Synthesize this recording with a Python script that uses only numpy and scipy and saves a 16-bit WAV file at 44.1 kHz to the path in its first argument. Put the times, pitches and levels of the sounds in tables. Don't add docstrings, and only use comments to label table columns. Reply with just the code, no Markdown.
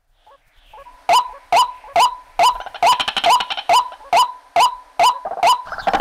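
import sys
import numpy as np
from scipy import signal
from scipy.fft import rfft, irfft
from scipy.io import wavfile

SR = 44100
rng = np.random.default_rng(int(sys.argv[2]) if len(sys.argv) > 2 else 0)


def unload_wav(signal):
    wavfile.write(
        sys.argv[1],
        SR,
        np.round(np.clip(np.atleast_2d(signal).T, -1, 1) * 32767).astype(np.int16),
    )


N = 264688


def from_db(db):
    return 10 ** (np.asarray(db) / 20)


def unit_rms(x):
    return x / np.sqrt(np.mean(x ** 2) + 1e-20)


def ramp(t, length):
    return np.clip(t / length, 0, 1)


def arch(t, length):
    return np.sin(np.pi * ramp(t, length))


def between(share, start, end):
    return start + share * (end - start)


def phase_of(hz):
    return 2 * np.pi * np.cumsum(hz) / SR


def add(out, start_s, sound):
    i = int(np.clip(round(start_s * SR), 0, N))
    out[i:i + len(sound)] += sound[:N - i]


def low_pass(x, hz, order=2):
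    return signal.sosfilt(signal.butter(order, hz, fs=SR, output="sos"), x)


def resonance(x, hz, width_hz):
    r = np.exp(-np.pi * width_hz / SR)
    feedback = [1, -2 * r * np.cos(2 * np.pi * hz / SR), r * r]
    return signal.lfilter(np.array([1, 0, -1]) * (1 - r * r) / 2, feedback, x)


def noise(spectrum, size):
    hz, db = np.transpose(spectrum)
    bins_hz = np.maximum(np.fft.rfftfreq(size, 1 / SR), 1)
    gain = from_db(np.interp(np.log(bins_hz), np.log(hz), db))
    return unit_rms(irfft(rfft(rng.standard_normal(size)) * gain, size))


def wobble(hz, size):
    return unit_rms(low_pass(rng.standard_normal(size + SR // 4), hz)[SR // 4:])


def puff(hz, width_hz, size):
    ringing = resonance(resonance(rng.standard_normal(size), hz, width_hz), hz, width_hz)
    return unit_rms(low_pass(ringing, hz + width_hz, order=4))


def field_hiss(t):
    # frequency in Hz, relative density in dB.
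    spectrum = [(100, -50), (200, -55), (275, -4), (340, -19.5), (480, -10), (700, -0.5), (1000, -9),
                (1300, -10), (1600, -7), (2200, -14.5), (3000, -18), (4200, -19), (5500, -22.5),
                (7400, -29.5), (9000, -24), (11000, -30.5), (13000, -33), (15500, -58)]
    # time in seconds, level in dB.
    levels = [(.08, -75), (.28, -59.5), (.45, -67), (1.0, -51.5), (2.4, -52.5), (3.2, -45), (4.5, -52.5),
              (6, -50.5)]
    return from_db(np.interp(t, *np.transpose(levels))) * noise(spectrum, N)


def wind(t, gust_db=4.5, gust_hz=12.3):
    # frequency in Hz, relative density in dB.
    spectrum = [(15, -8), (30, 15), (50, -5.5), (75, -9), (110, -12), (150, -18.5), (250, -36.5)]
    # time in seconds, level before gusts in dB.
    levels = [(0, -66), (.75, -50), (1.2, -58), (2.62, -48.5), (2.85, -58.5), (5.6, -63), (5.8, -48.5),
              (6, -39)]
    db = np.interp(t, *np.transpose(levels)) + gust_db * wobble(gust_hz, N)
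    return from_db(db) * noise(spectrum, N)


def sliding_hiss(half_width_hz=420):
    # start in seconds, length in seconds, first and last centre in Hz, peak level in dB.
    slides = [(0.106, 0.34, 3400, 3070, -63), (0.371, 0.33, 2180, 1680, -61),
              (0.504, 0.48, 3640, 1967, -54), (1.108, 0.43, 2484, 1870, -54), (1.593, .42, 2685, 2070, -52),
              (2.009, 1, 2230, 1853, -58)]
    out, t = np.zeros(N), np.arange(SR) / SR
    for start_s, length_s, first_hz, last_hz, db in slides:
        phase = phase_of(np.interp(t, [0, length_s], [first_hz, last_hz]))
        hiss = wobble(half_width_hz, SR) * np.sin(phase) + wobble(half_width_hz, SR) * np.cos(phase)
        add(out, start_s, from_db(db) * arch(t, length_s) * hiss)
    return out


def undertone(phase, upper_db):
    return np.sin(phase / 2) + from_db(upper_db) * np.sin(1.5 * phase)


def answers(first_hz=854, second_hz=1112, jitter=0.025):
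    # start in seconds, level in dB.
    notes = [(.264, -43.5), (.733, -36), (1.288, -35.5), (1.835, -35.5), (3.999, -37), (5.089, -37)]
    length_s, attack_s, release_s, pop_s = 0.1, 0.0044, 0.01, 0.01
    step_at_s, step_s, step_db = 0.036, 0.0184, -2.5
    out, t = np.zeros(N), np.arange(SR // 8) / SR
    step = ramp(t - step_at_s, step_s)
    envelope = ramp(t, attack_s) * ramp(length_s - t, release_s) * from_db(step_db * step)
    for start_s, db in notes:
        phase = phase_of(between(step, first_hz, second_hz) * (1 + jitter * wobble(247, len(t))))
        tone = np.sin(phase) + step * undertone(phase, upper_db=-11)
        pop = from_db(-2) * np.exp(-t / pop_s) * puff(hz=650, width_hz=500, size=len(t))
        add(out, start_s, from_db(db) * envelope * (tone + pop))
    return out


def lingering_note(start_s=0.854, hz=990, level_db=-33, attack_s=0.011, decay_db_per_s=105):
    out, t = np.zeros(N), np.arange(SR // 3) / SR
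    db = level_db - decay_db_per_s * t + 3 * wobble(41, len(t))
    phase = phase_of(hz * (1 + 0.024 * wobble(60, len(t))))
    add(out, start_s, from_db(db) * ramp(t, attack_s) * np.sin(phase))
    return out


def loud_calls(first_s=1.0911, period_s=0.43378, count=11):
    # multiple of the pitch, level re the fundamental in dB.
    overtones = [(2, -23.5), (3, -26), (4, -28.5)]
    # frequency in Hz, relative density in dB.
    rasp_spectrum = [(100, -14.5), (400, -5), (750, 8), (1300, 10), (1800, -23), (2700, 4), (4000, -10.5),
                     (6000, -16.5), (15000, -30)]
    attack_s, settle_s, hold_s, ease_s, release_s = 0.001938, 0.00693, 0.096, 0.012, 0.0037
    rise_at_s, rise_s, swell_s = 0.0305, 0.04508, 0.018
    rattle_s, rattle_hz, doubling_at_s, doubling_width_s = 0.029, 179.7, 0.0572, 0.011
    size = SR // 5
    t = np.arange(size) / SR - attack_s
    since_s = np.maximum(t, 0)
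    push = np.exp(-since_s / settle_s)
    hoarse = (1 - ramp(t - rise_at_s, rise_s)) ** 1.893
    doubling = np.exp(-((t - doubling_at_s) / doubling_width_s) ** 2)
    catches = arch(t, rattle_s) * np.cos(np.pi * rattle_hz * (t - rattle_s / 2)) ** 8

    low_hz, top_hz, push_hz, catch_hz, sag_hz_per_s, jitter = 683.7, 1014.5, 124.7, 70.8, 2890, 0.028
    hz = between(hoarse, top_hz, low_hz) + push_hz * push - catch_hz * catches
    hz -= sag_hz_per_s * np.maximum(t - rise_at_s - rise_s, 0)
    phase = phase_of(hz * (1 + jitter * hoarse * wobble(200, size)))
    tone = np.sin(phase) + sum(from_db(db) * np.sin(k * phase) for k, db in overtones)
    tone += from_db(-6.5) * doubling * undertone(phase, upper_db=-3)

    level_db = between(ramp(t - rise_at_s, swell_s), -5.5, 6.5) + 7 * push - 8 * catches - 7 * doubling
    level_db -= 10 * ramp(t - hold_s + ease_s, ease_s)
    level_db += 1.5 * hoarse * wobble(230, size)
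    gate = ramp(t + attack_s, 2 * attack_s) ** 3 * (1 - ramp(t - hold_s, release_s))
    rasp_gain = from_db(between(hoarse, -26, -15.5)) + from_db(-8) * np.exp(-since_s / 0.00097)
    call = from_db(level_db) * gate * (tone + rasp_gain * noise(rasp_spectrum, size))

    ring_hz, decay_db_per_s = 983.9, 566
    after_s = np.maximum(t - hold_s - release_s / 2, 0)
    ring_db = -5.5 - decay_db_per_s * after_s + 2 * wobble(150, size)
    ring = np.sin(phase_of(ring_hz * (1 + 0.015 * wobble(145, size))))
    ring += from_db(-23) * noise(rasp_spectrum, size)
    call += from_db(ring_db) * ramp(after_s, release_s) * ring

    out = np.zeros(N)
    for k in range(count):
        add(out, first_s + k * period_s - attack_s, call)
    return out


def bushes(x, top_hz=2200):
    # delay in seconds, gain in dB.
    echoes = [(0.0513, -26), (.085, -33), (.138, -60), (.172, -43.5), (.235, -58), (.30, -82)]
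    out, dull = np.zeros(N), low_pass(x, top_hz)
    for delay_s, db in echoes:
        add(out, delay_s, from_db(db) * dull)
    return out


def scatter(x, gain_db, t60_s, top_hz, build_s=0.0058):
    t = np.arange(SR) / SR
    tail = low_pass(rng.standard_normal(SR), top_hz) * from_db(-60 * t / t60_s) * ramp(t, build_s)
    return from_db(gain_db) * signal.fftconvolve(x, tail / np.linalg.norm(tail))[:N]


def across_field(calls, leaf_hz=3900, leaf_width_hz=900):
    carried = resonance(calls, hz=1000, width_hz=260)
    bright = resonance(resonance(calls, leaf_hz, leaf_width_hz), leaf_hz, leaf_width_hz)
    out = calls + bushes(carried) + scatter(carried, gain_db=-37, t60_s=0.72, top_hz=3050)
    out += scatter(bright, gain_db=-15, t60_s=0.22, top_hz=6000)
    treble = out - low_pass(out, 3500)
    return out + scatter(treble, gain_db=-31, t60_s=0.16, top_hz=14000)


def croaks(easy_hz=656, strained_hz=735, jitter=0.13, shimmer=0.76, breath=0.86, rasp_top_hz=5600):
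    # start in seconds, length in seconds, then tone, octave and rasp levels in dB.
    notes = [(2.552, .018, -28.5, -34.5, -41.5), (2.601, 0.022, -25, -30.5, -35.5),
             (2.662, 0.016, -23, -31, -36.5), (2.744, .026, -27.5, -30, -31.5),
             (2.918, .018, -23, -23, -14.5), (2.996, 0.023, -24, -27, -13), (3.077, .016, -22, -19, -12),
             (3.165, 0.0223, -24, -24, -12), (3.237, 0.019, -24, -19.5, -12.5),
             (3.402, .012, -22.5, -23, -12.5), (3.5028, 0.028, -23, -26, -18.5),
             (3.572, .029, -22.5, -26.5, -23), (3.919, 0.025, -30.5, -36.5, -42),
             (5.25, 0.032, -18, -49, -70), (5.309, 0.034, -19.5, -44, -70), (5.37, 0.036, -20.5, -49, -71),
             (5.67, 0.028, -35, -32, -48.5), (5.719, 0.0254, -27, -22, -57),
             (5.781, 0.0262, -28, -23.5, -68), (5.8702, 0.0219, -8, -19.5, -35),
             (5.934, 0.026, -6.5, -18, -30), (5.998, 0.042, 0.5, -9, -20.5)]
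    # centre in Hz, width in Hz, relative gain in dB.
    throat = [(933, 1300, -5), (1430, 530, 1), (2440, 470, -4.5), (3040, 200, 6.5), (3840, 310, -5),
              (4270, 170, -7.5), (5490, 130, -10.5)]
    size = SR // 12
    out, t = np.zeros(N), np.arange(size) / SR
    for start_s, length_s, tone_db, octave_db, rasp_db in notes:
        progress = t / length_s
        snap = from_db(3.5) * ramp(progress, 0.072) * np.exp(-(progress / 0.3) ** 2)
        envelope = snap + arch(progress - 0.28, 0.77)
        loud_db = max(tone_db, octave_db, rasp_db)
        rough = np.interp(loud_db, [-21.5, -10], [0.3, 0.73])
        base_hz = np.interp(rasp_db, [-42, -11], [easy_hz, strained_hz])
        pitch_hz = base_hz * (1 + 0.34 * abs(progress - 0.19))
        phase = phase_of(pitch_hz * (1 + jitter * rough * wobble(500, size)))
        tone = from_db(tone_db) * np.sin(phase) + from_db(octave_db) * np.sin(2 * phase)
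        tone *= 1 + shimmer * rough * wobble(155, size)

        pulses = unit_rms(np.diff(phase // (2 * np.pi), prepend=0))
        source = pulses + breath * rough * (1 + np.cos(phase)) * rng.standard_normal(size)
        ringing = sum((-1) ** k * from_db(db) * resonance(source, hz, width_hz)
                      for k, (hz, width_hz, db) in enumerate(throat))
        rasp = from_db(rasp_db) * unit_rms(low_pass(ringing, rasp_top_hz, order=6))
        grunt_db = loud_db - 10 - 1.25 * max(-1 - loud_db, 0)
        grunt = from_db(grunt_db) * puff(hz=235, width_hz=170, size=size)
        air = from_db(tone_db - 7) * rough * puff(hz=850, width_hz=750, size=size)
        add(out, start_s, envelope * (tone + air + rasp + grunt))
    return out


def among_stems(croaking):
    crisp = resonance(croaking, hz=3500, width_hz=2200)
    near = scatter(crisp, gain_db=-10.5, t60_s=0.11, top_hz=8200)
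    near += scatter(croaking, gain_db=-17, t60_s=0.15, top_hz=2960)
    return croaking + near + scatter(crisp, gain_db=-20, t60_s=1.0, top_hz=5050)


def whistles(waver=0.0029, glide_waver=0.41):
    # start in seconds, length in seconds, first and last pitch in Hz, peak level in dB.
    notes = [(2.591, 0.074, 6070, 6080, -52.5), (5.703, 0.058, 5130, 5130, -45.5),
             (5.707, 0.039, 5960, 5960, -52.5), (5.785, .037, 5000, 4240, -33.5),
             (5.806, .057, 6450, 6640, -54), (5.809, 0.061, 3780, 3250, -36.5),
             (5.822, .027, 7390, 7430, -50), (5.89, 0.031, 5350, 5380, -44.5)]
    out, t = np.zeros(N), np.arange(SR // 6) / SR
    for start_s, length_s, first_hz, last_hz, db in notes:
        jitter = waver + glide_waver * abs(np.log(last_hz / first_hz))
        hz = np.interp(t, [0, length_s], [first_hz, last_hz]) * (1 + jitter * wobble(400, len(t)))
        add(out, start_s, from_db(db) * arch(t, length_s) * np.sin(phase_of(hz)))
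    return out


def rustle(t, start_s=5.65, attack_s=0.012, level_db=-37.5):
    # frequency in Hz, relative density in dB.
    spectrum = [(60, 4), (150, -3.5), (250, -6.5), (400, -16.5), (800, 6), (1550, -0.5), (2200, -31),
                (4500, -13.5), (7000, -28.5), (15000, -39)]
    return from_db(level_db) * ramp(t - start_s, attack_s) * noise(spectrum, N)


def scene():
    t = np.arange(N) / SR
    calls, croaking = loud_calls(), croaks()
    near_birds = across_field(calls) + among_stems(croaking)
    background = wind(t) + rustle(t) + field_hiss(t)
    faint_birds = answers() + lingering_note() + whistles()
    return (near_birds + faint_birds + background + sliding_hiss())[None]


def record(dry, ceiling=0.31, knee=9.1, cutoff_hz=15700):
    oversampled = signal.resample_poly(dry, 4, 1, axis=-1)
    flattened = oversampled / (1 + np.abs(oversampled / ceiling) ** knee) ** (1 / knee)
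    clipped = signal.resample_poly(flattened, 1, 4, axis=-1)
    return signal.fftconvolve(clipped, signal.firwin(201, cutoff_hz, fs=SR)[None], mode="same")


dry = scene()
out = record(dry)
unload_wav(out)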